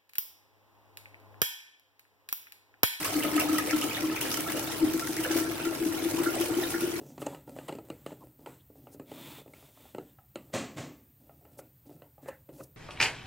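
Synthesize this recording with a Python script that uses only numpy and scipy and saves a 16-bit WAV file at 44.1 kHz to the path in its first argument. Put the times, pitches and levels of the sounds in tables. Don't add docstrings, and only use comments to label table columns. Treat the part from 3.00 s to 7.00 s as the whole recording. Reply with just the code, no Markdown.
import sys
import numpy as np
from scipy import signal
from scipy.io import wavfile

SR = 44100
rng = np.random.default_rng(int(sys.argv[2]) if len(sys.argv) > 2 else 0)


def to_wav(s):
    ch = np.atleast_2d(s).T
    pcm = np.round(np.clip(ch, -1, 1) * 32767)
    wavfile.write(sys.argv[1], SR, pcm.astype(np.int16))


N = 176400
TIME = np.arange(N) / SR
LOW_NOTE_PAN_DB, HIGH_NOTE_PAN_DB = 4, -5.5


# t/s, level/dB
AIR_POCKETS = [(0.15, -20), (0.239, -23), (.319, -26), (0.349, -17), (.436, -28), (.483, -22), (0.521, -19),
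               (.608, -30), (.726, -17.5), (.835, -26), (1.028, -21.5), (1.076, -20), (1.108, -28),
               (1.537, -28), (1.818, -13.5), (1.879, -22.5), (1.934, -19), (2.081, -26.5), (2.185, -20.5),
               (2.298, -19.5), (2.347, -19.5), (2.396, -25.5), (2.471, -26), (2.652, -20.5), (2.808, -23),
               (2.853, -20.5), (2.946, -28), (3.015, -25.5), (3.05, -23), (3.13, -23), (3.191, -19.5),
               (3.26, -18.5), (3.391, -22.5), (3.499, -23.5), (3.563, -18.5), (3.741, -23.5),
               (3.826, -20.5), (3.872, -27.5)]

def gulps(swell_s=0.057, first_ring_s=0.24):
    power = from_db(-38.5 + (TIME - TIME.mean())) ** 2
    for s, db in AIR_POCKETS:
        since_peak = TIME - s - .013
        ring_s = first_ring_s * np.exp(-0.19 * s)
        fade_db = -60 * np.maximum(-since_peak / swell_s, since_peak / ring_s)
        power = power + from_db(db + .5 + np.maximum(fade_db, -90)) ** 2
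    flutter_db = 1.26 + 0.49 * TIME
    hz = note_pitch(*AIR_NOTES[0][:2]) * (1 + .015 * flutter_db * drift(71))
    delay_s = np.array([[.00007], [0]])
    tone = np.sin(2 * np.pi * (np.cumsum(hz) / SR - hz * delay_s))
    return pan(LOW_NOTE_PAN_DB) * np.sqrt(power) * from_db(flutter_db * drift(80)) * tone


# t/s, level/dB, f/Hz
BUBBLE_CLUSTERS = [(0.043, -27.5, 2450), (.226, -23.5, 2700), (.243, -22, 537), (.378, -22.5, 1870),
                   (.401, -21.5, 2670), (.452, -27.5, 775), (.582, -26.5, 1780), (.692, -27, 2190),
                   (.708, -24.5, 1970), (.819, -24, 2900), (.91, -25.5, 2390), (.946, -24, 3490),
                   (.969, -24.5, 1870), (1.162, -24, 2410), (1.212, -24, 2860), (1.497, -30, 2100),
                   (1.538, -23, 505), (1.575, -28.5, 570), (2.183, -29.5, 1870), (2.237, -26.5, 2680),
                   (2.248, -24.5, 1530), (2.258, -22.5, 534), (2.308, -28, 1600), (2.358, -25.5, 567),
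                   (3.181, -24, 1050), (3.26, -24.5, 1420), (3.362, -22, 640), (3.613, -28, 700),
                   (3.63, -28, 1680), (3.635, -26, 3790), (3.74, -26.5, 1690)]

def plops(count=9, trail_s=.03, spread_octaves=.4):
    out = np.zeros((2, N))
    for s, db, hz in BUBBLE_CLUSTERS:
        cycles = 25.6 * (hz / 1000) ** 0.65
        for k, (size, pitch, side, jitter) in enumerate(rng.uniform(-0.997, 1, (count, 4))):
            late = max(k + jitter / 2, 0) / count
            octaves = spread_octaves * pitch * np.sqrt(late)
            ping = bubble(hz * 2 ** octaves, cycles, lag_s=.00008 * side, pan_db=4 * side)
            gain = from_db(db - 2.5 + 2 * size - 10.5 * late)
            add(out, s + trail_s * late * (1 + late) / 2, gain * ping)
    return out


def bubble(hz, cycles, lag_s, pan_db, glide=0.084):
    life = cycles / hz
    t = np.arange(int(life * SR) + 2) / SR
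    t = np.maximum(t - abs(lag_s) + np.array([[lag_s], [-lag_s]]), 0)
    tone = np.sin(2 * np.pi * hz * t * (1 + glide * t / life))
    loudness = np.exp(-np.log(1000) * t / life) * (1 - np.exp(-2 * hz * t))
    return pan(pan_db) * tone * loudness


# t/s, level/dB
HEAVY_DROPS = [(.247, -30), (.377, -25.5), (.487, -29.5), (.545, -29), (.584, -29), (.727, -32),
               (.825, -34), (1.115, -35), (1.317, -36), (1.372, -35), (1.463, -32.5), (2.021, -32.5),
               (2.649, -35), (3.261, -27), (3.741, -35), (3.806, -35.5)]

def knocks(rise_s=0.0053):
    level = 0
    for s, db in HEAVY_DROPS:
        age = np.maximum(TIME - s, 0) / rise_s
        level = level + from_db(db - 0.5) * age * np.exp(1 - np.minimum(age, 20))
    hz = note_pitch(*AIR_NOTES[1][:2]) * (1 + 0.0182 * drift(60.3))
    return pan(HIGH_NOTE_PAN_DB) * level * np.sin(2 * np.pi * np.cumsum(hz) / SR)


# t/s, level/dB
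SPLASH_STRENGTH = [(0, -36.5), (.5, -36.5), (.95, -39), (1.7, -39), (2.12, -43.5), (2.3, -38.5),
                   (2.55, -42), (3.3, -39), (4, -41.5)]
# f/Hz, level/dB
BUBBLE_LEVELS = [(250, 3), (400, -4), (700, -1), (1050, -6.5), (1500, -3), (2900, -0.5), (3800, -8),
                 (5500, -6)]

def bubble_swarm(count=3000):
    out, chance, quirks = np.zeros((2, N)), rng.random((count, 3)), rng.standard_normal((count, 3))
    s = chance[:, 0] * N / SR
    hz = 240 * (5500 / 240) ** (chance[:, 1] ** .6)
    strength = np.minimum(-np.log(1 - chance[:, 2]), 3.3)
    db = at_hz(BUBBLE_LEVELS, hz) + 3.5 * strength + 1.5 * np.interp(s, TIME, drift(10.7))
    for k, (ring, lag, side) in enumerate(quirks):
        cycles = 28.4 * np.exp(.3 * ring) * np.sqrt(hz[k] / 1000)
        ping = bubble(hz[k], cycles, lag_s=.00008 * (lag - .5), pan_db=2 * side)
        add(out, s[k], from_db(db[k]) * ping)
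    return unit_power(out) * from_db(at_time(SPLASH_STRENGTH, TIME) - 2)


# starting f/Hz, climb/(Hz/s), width/Hz, level/dB
AIR_NOTES = [(305.6, 9.6, 24, -41), (1274, 47, 51, -52.5)]

def pitcher_air():
    out, splash_db = 0, at_time(SPLASH_STRENGTH, TIME)
    low_gain = from_db(TIME - TIME.mean()) * pan(LOW_NOTE_PAN_DB)
    high_gain = from_db(0.95 * (splash_db - splash_db.mean())) * pan(HIGH_NOTE_PAN_DB)
    for (hz, climb, width, db), gain in zip(AIR_NOTES, (low_gain, high_gain)):
        note = np.exp(2j * np.pi * np.cumsum(note_pitch(hz, climb)) / SR)
        hits = drops(900, 1.9) * (rng.standard_normal(N) + 0.59 * rng.standard_normal((2, N)))
        ringing = note * signal.lfilter([1], [1, -np.exp(-np.pi * width / SR)], hits / note)
        near_note = signal.butter(1, [hz / 2, hz * 2], "band", fs=SR, output="sos")
        out = out + from_db(db) * gain * signal.sosfilt(near_note, unit_power(ringing.real))
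    return out


def note_pitch(start_hz, climb, curve_s=5.4):
    return start_hz + climb * TIME * (1 + TIME / curve_s) / 2


# t/s, level/dB
SPRAY_STRENGTH = [(0, -38), (.6, -41), (.98, -40.5), (1.13, -45.5), (1.35, -40.5), (2.13, -42), (2.33, -40),
                  (2.55, -44), (3.25, -41), (4, -42)]
# t/s, level/dB, fade time/s
SPRAY_BURSTS = [(.045, -36, 0.025), (.233, -36, 0.014), (.395, -32.5, 0.013), (.529, -31.5, 0.0038),
                (.582, -32, 0.0072), (.812, -43.5, .023), (1.207, -42, 0.039), (1.26, -41, 0.036),
                (1.313, -40, 0.025), (1.498, -32, .0051), (1.594, -32.5, 0.0037), (1.932, -39.5, .012),
                (1.995, -31, 0.0044), (2.166, -36, 0.0042), (2.365, -39, 0.035), (2.649, -39, .011),
                (3.234, -36, 0.011), (3.412, -35, 0.0051), (3.806, -35, .006)]
# f/Hz, level/dB
SPRAY_TONE = [(1500, 1.5), (2800, 1.5), (4200, -2.2), (5500, 2.7), (7000, -3), (8700, 1.4), (15500, 1)]
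# f/Hz, left minus right/dB
SPRAY_SIDES = [(3500, 2), (5300, -3.5), (7200, -5.5), (9000, 1.5), (15000, -2)]

def spray(rise_s=0.00076, tick_s=0.0011, mist=0.55):
    power = from_db(at_time(SPRAY_STRENGTH, TIME) + 2.95 * drift(48)) ** 2
    for s, db, fade_s in SPRAY_BURSTS:
        t = np.maximum(TIME - s + rise_s, 0)
        burst = (1 - np.exp(-t / rise_s)) * np.exp(-t / fade_s)
        power = power + (from_db(db + 9.5) * burst) ** 2
    hits = drops(per_s=1800, spread_db=4)
    ticks = signal.lfilter([1], [1, -np.exp(-1 / (tick_s * SR))], hits ** 2 + 1e-18)
    strength = np.sqrt(power * (ticks / ticks.mean() + mist ** 2))
    return np.sqrt(power.mean()) * shaped_noise(strength, SPRAY_TONE, SPRAY_SIDES, flicker_db=2.5)


def fizz(count=3600):
    out = np.zeros((2, N))
    for when, pitch, chance, place in rng.random((count, 4)):
        side = 2 * place - 1
        strength = min(-np.log(1 - chance), 3)
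        hz = 3500 * (15000 / 3500) ** np.sqrt(pitch)
        ping = bubble(hz, cycles=41, lag_s=.00008 * side, pan_db=6 * side)
        add(out, when * N / SR, from_db(4.5 * strength) * ping)
    return unit_power(out) * from_db(at_time(SPRAY_STRENGTH, TIME) - 6)


# f/Hz, level/dB
PATTER_TONE = [(200, 4), (530, 12), (1100, 1.5), (4200, -6.5), (15000, -30)]

def patter():
    noise = shaped_noise(drops(per_s=3000, spread_db=3.1), PATTER_TONE, flicker_db=3.0)
    return from_db(at_time(SPLASH_STRENGTH, TIME) - 7.5) * noise


def kitchen_echo(sound, ring_s=0.23, dull_hz=17400):
    t = TIME[:SR // 2]
    tail = rng.standard_normal((2, len(t))) * np.exp(-np.log(1000) * t / ring_s) * (t > .003)
    tail /= np.sqrt(np.sum(tail ** 2) / 2)
    tail = signal.sosfilt(signal.butter(1, dull_hz, fs=SR, output="sos"), tail)
    return from_db(-5) * signal.fftconvolve(sound, tail, axes=1)[:, :N]


# f/Hz, level/dB
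RUMBLE_TONE = [(25, -29), (48, -10), (80, -10), (105, 1), (150, -2.5), (220, -11), (500, -17.5)]

def room_rumble():
    return from_db(-48) * shaped_noise(1, RUMBLE_TONE)


# f/Hz, likeness (1 = the same)
EAR_LIKENESS = [(250, 0.92), (700, .7), (1500, 1), (3000, 0.55), (5000, -.28)]

def shaped_noise(strength, tone, sides=None, flicker_db=0):
    out, edges = 0, np.geomspace(22, 17000, 28)
    hiss = rng.standard_normal((3, 2, N)) * strength + 1e-18
    for k, (low, high) in enumerate(zip(edges, edges[1:])):
        hz = np.sqrt(low * high)
        if tone[0][0] / 2 < hz < tone[-1][0] * 2:
            band = signal.butter(2, [low, high], "band", fs=SR, output="sos")
            middle, side = signal.sosfilt(band, hiss[k % len(hiss)])
            alike = at_hz(EAR_LIKENESS, hz)
            stereo = np.sqrt(1 + alike) * middle + np.sqrt(1 - alike) * side * [[1], [-1]]
            gain = from_db(at_hz(tone, hz) + flicker_db * drift(33.0))
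            out = out + gain * (pan(at_hz(sides, hz)) if sides else 1) * stereo
    return unit_power(out)


def drops(per_s, spread_db):
    sizes = from_db(spread_db * np.minimum(rng.exponential(1, N), 5))
    return unit_power(sizes * (rng.random(N) < per_s / SR))


def drift(rate_hz):
    r = np.exp(-80 * np.pi * rate_hz / SR)
    slow = signal.lfilter([1], [1, -2 * r, r * r], rng.standard_normal(N // 40 + 2002))[2000:]
    return np.interp(np.arange(N) / 40, np.arange(len(slow)), unit_power(slow))


def from_db(db):
    return 10 ** (np.asarray(db) / 20)


def unit_power(x):
    return x / np.sqrt(np.mean(x ** 2) + 1e-20)


def at_time(rows, s):
    return np.interp(s, *np.transpose(rows))


def at_hz(rows, hz):
    f, value = np.transpose(rows)
    return np.interp(np.log(hz), np.log(f), value)


def pan(db):
    return from_db(np.array([[.5], [-.5]]) * db)


def add(out, s, sound):
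    i = int(np.clip(s * SR, 0, N - 1))
    out[:, i:i + sound.shape[1]] += sound[:, :N - i]


def scene():
    hollow = gulps()
    splashing = plops() + knocks() + bubble_swarm() + pitcher_air() + spray() + fizz() + patter()
    return hollow + splashing + kitchen_echo(splashing + 0.49 * hollow) + room_rumble()


def record(dry):
    return signal.sosfilt(signal.ellip(12, .1, 80, 15900, fs=SR, output="sos"), dry)


dry = scene()
out = record(dry)
to_wav(out)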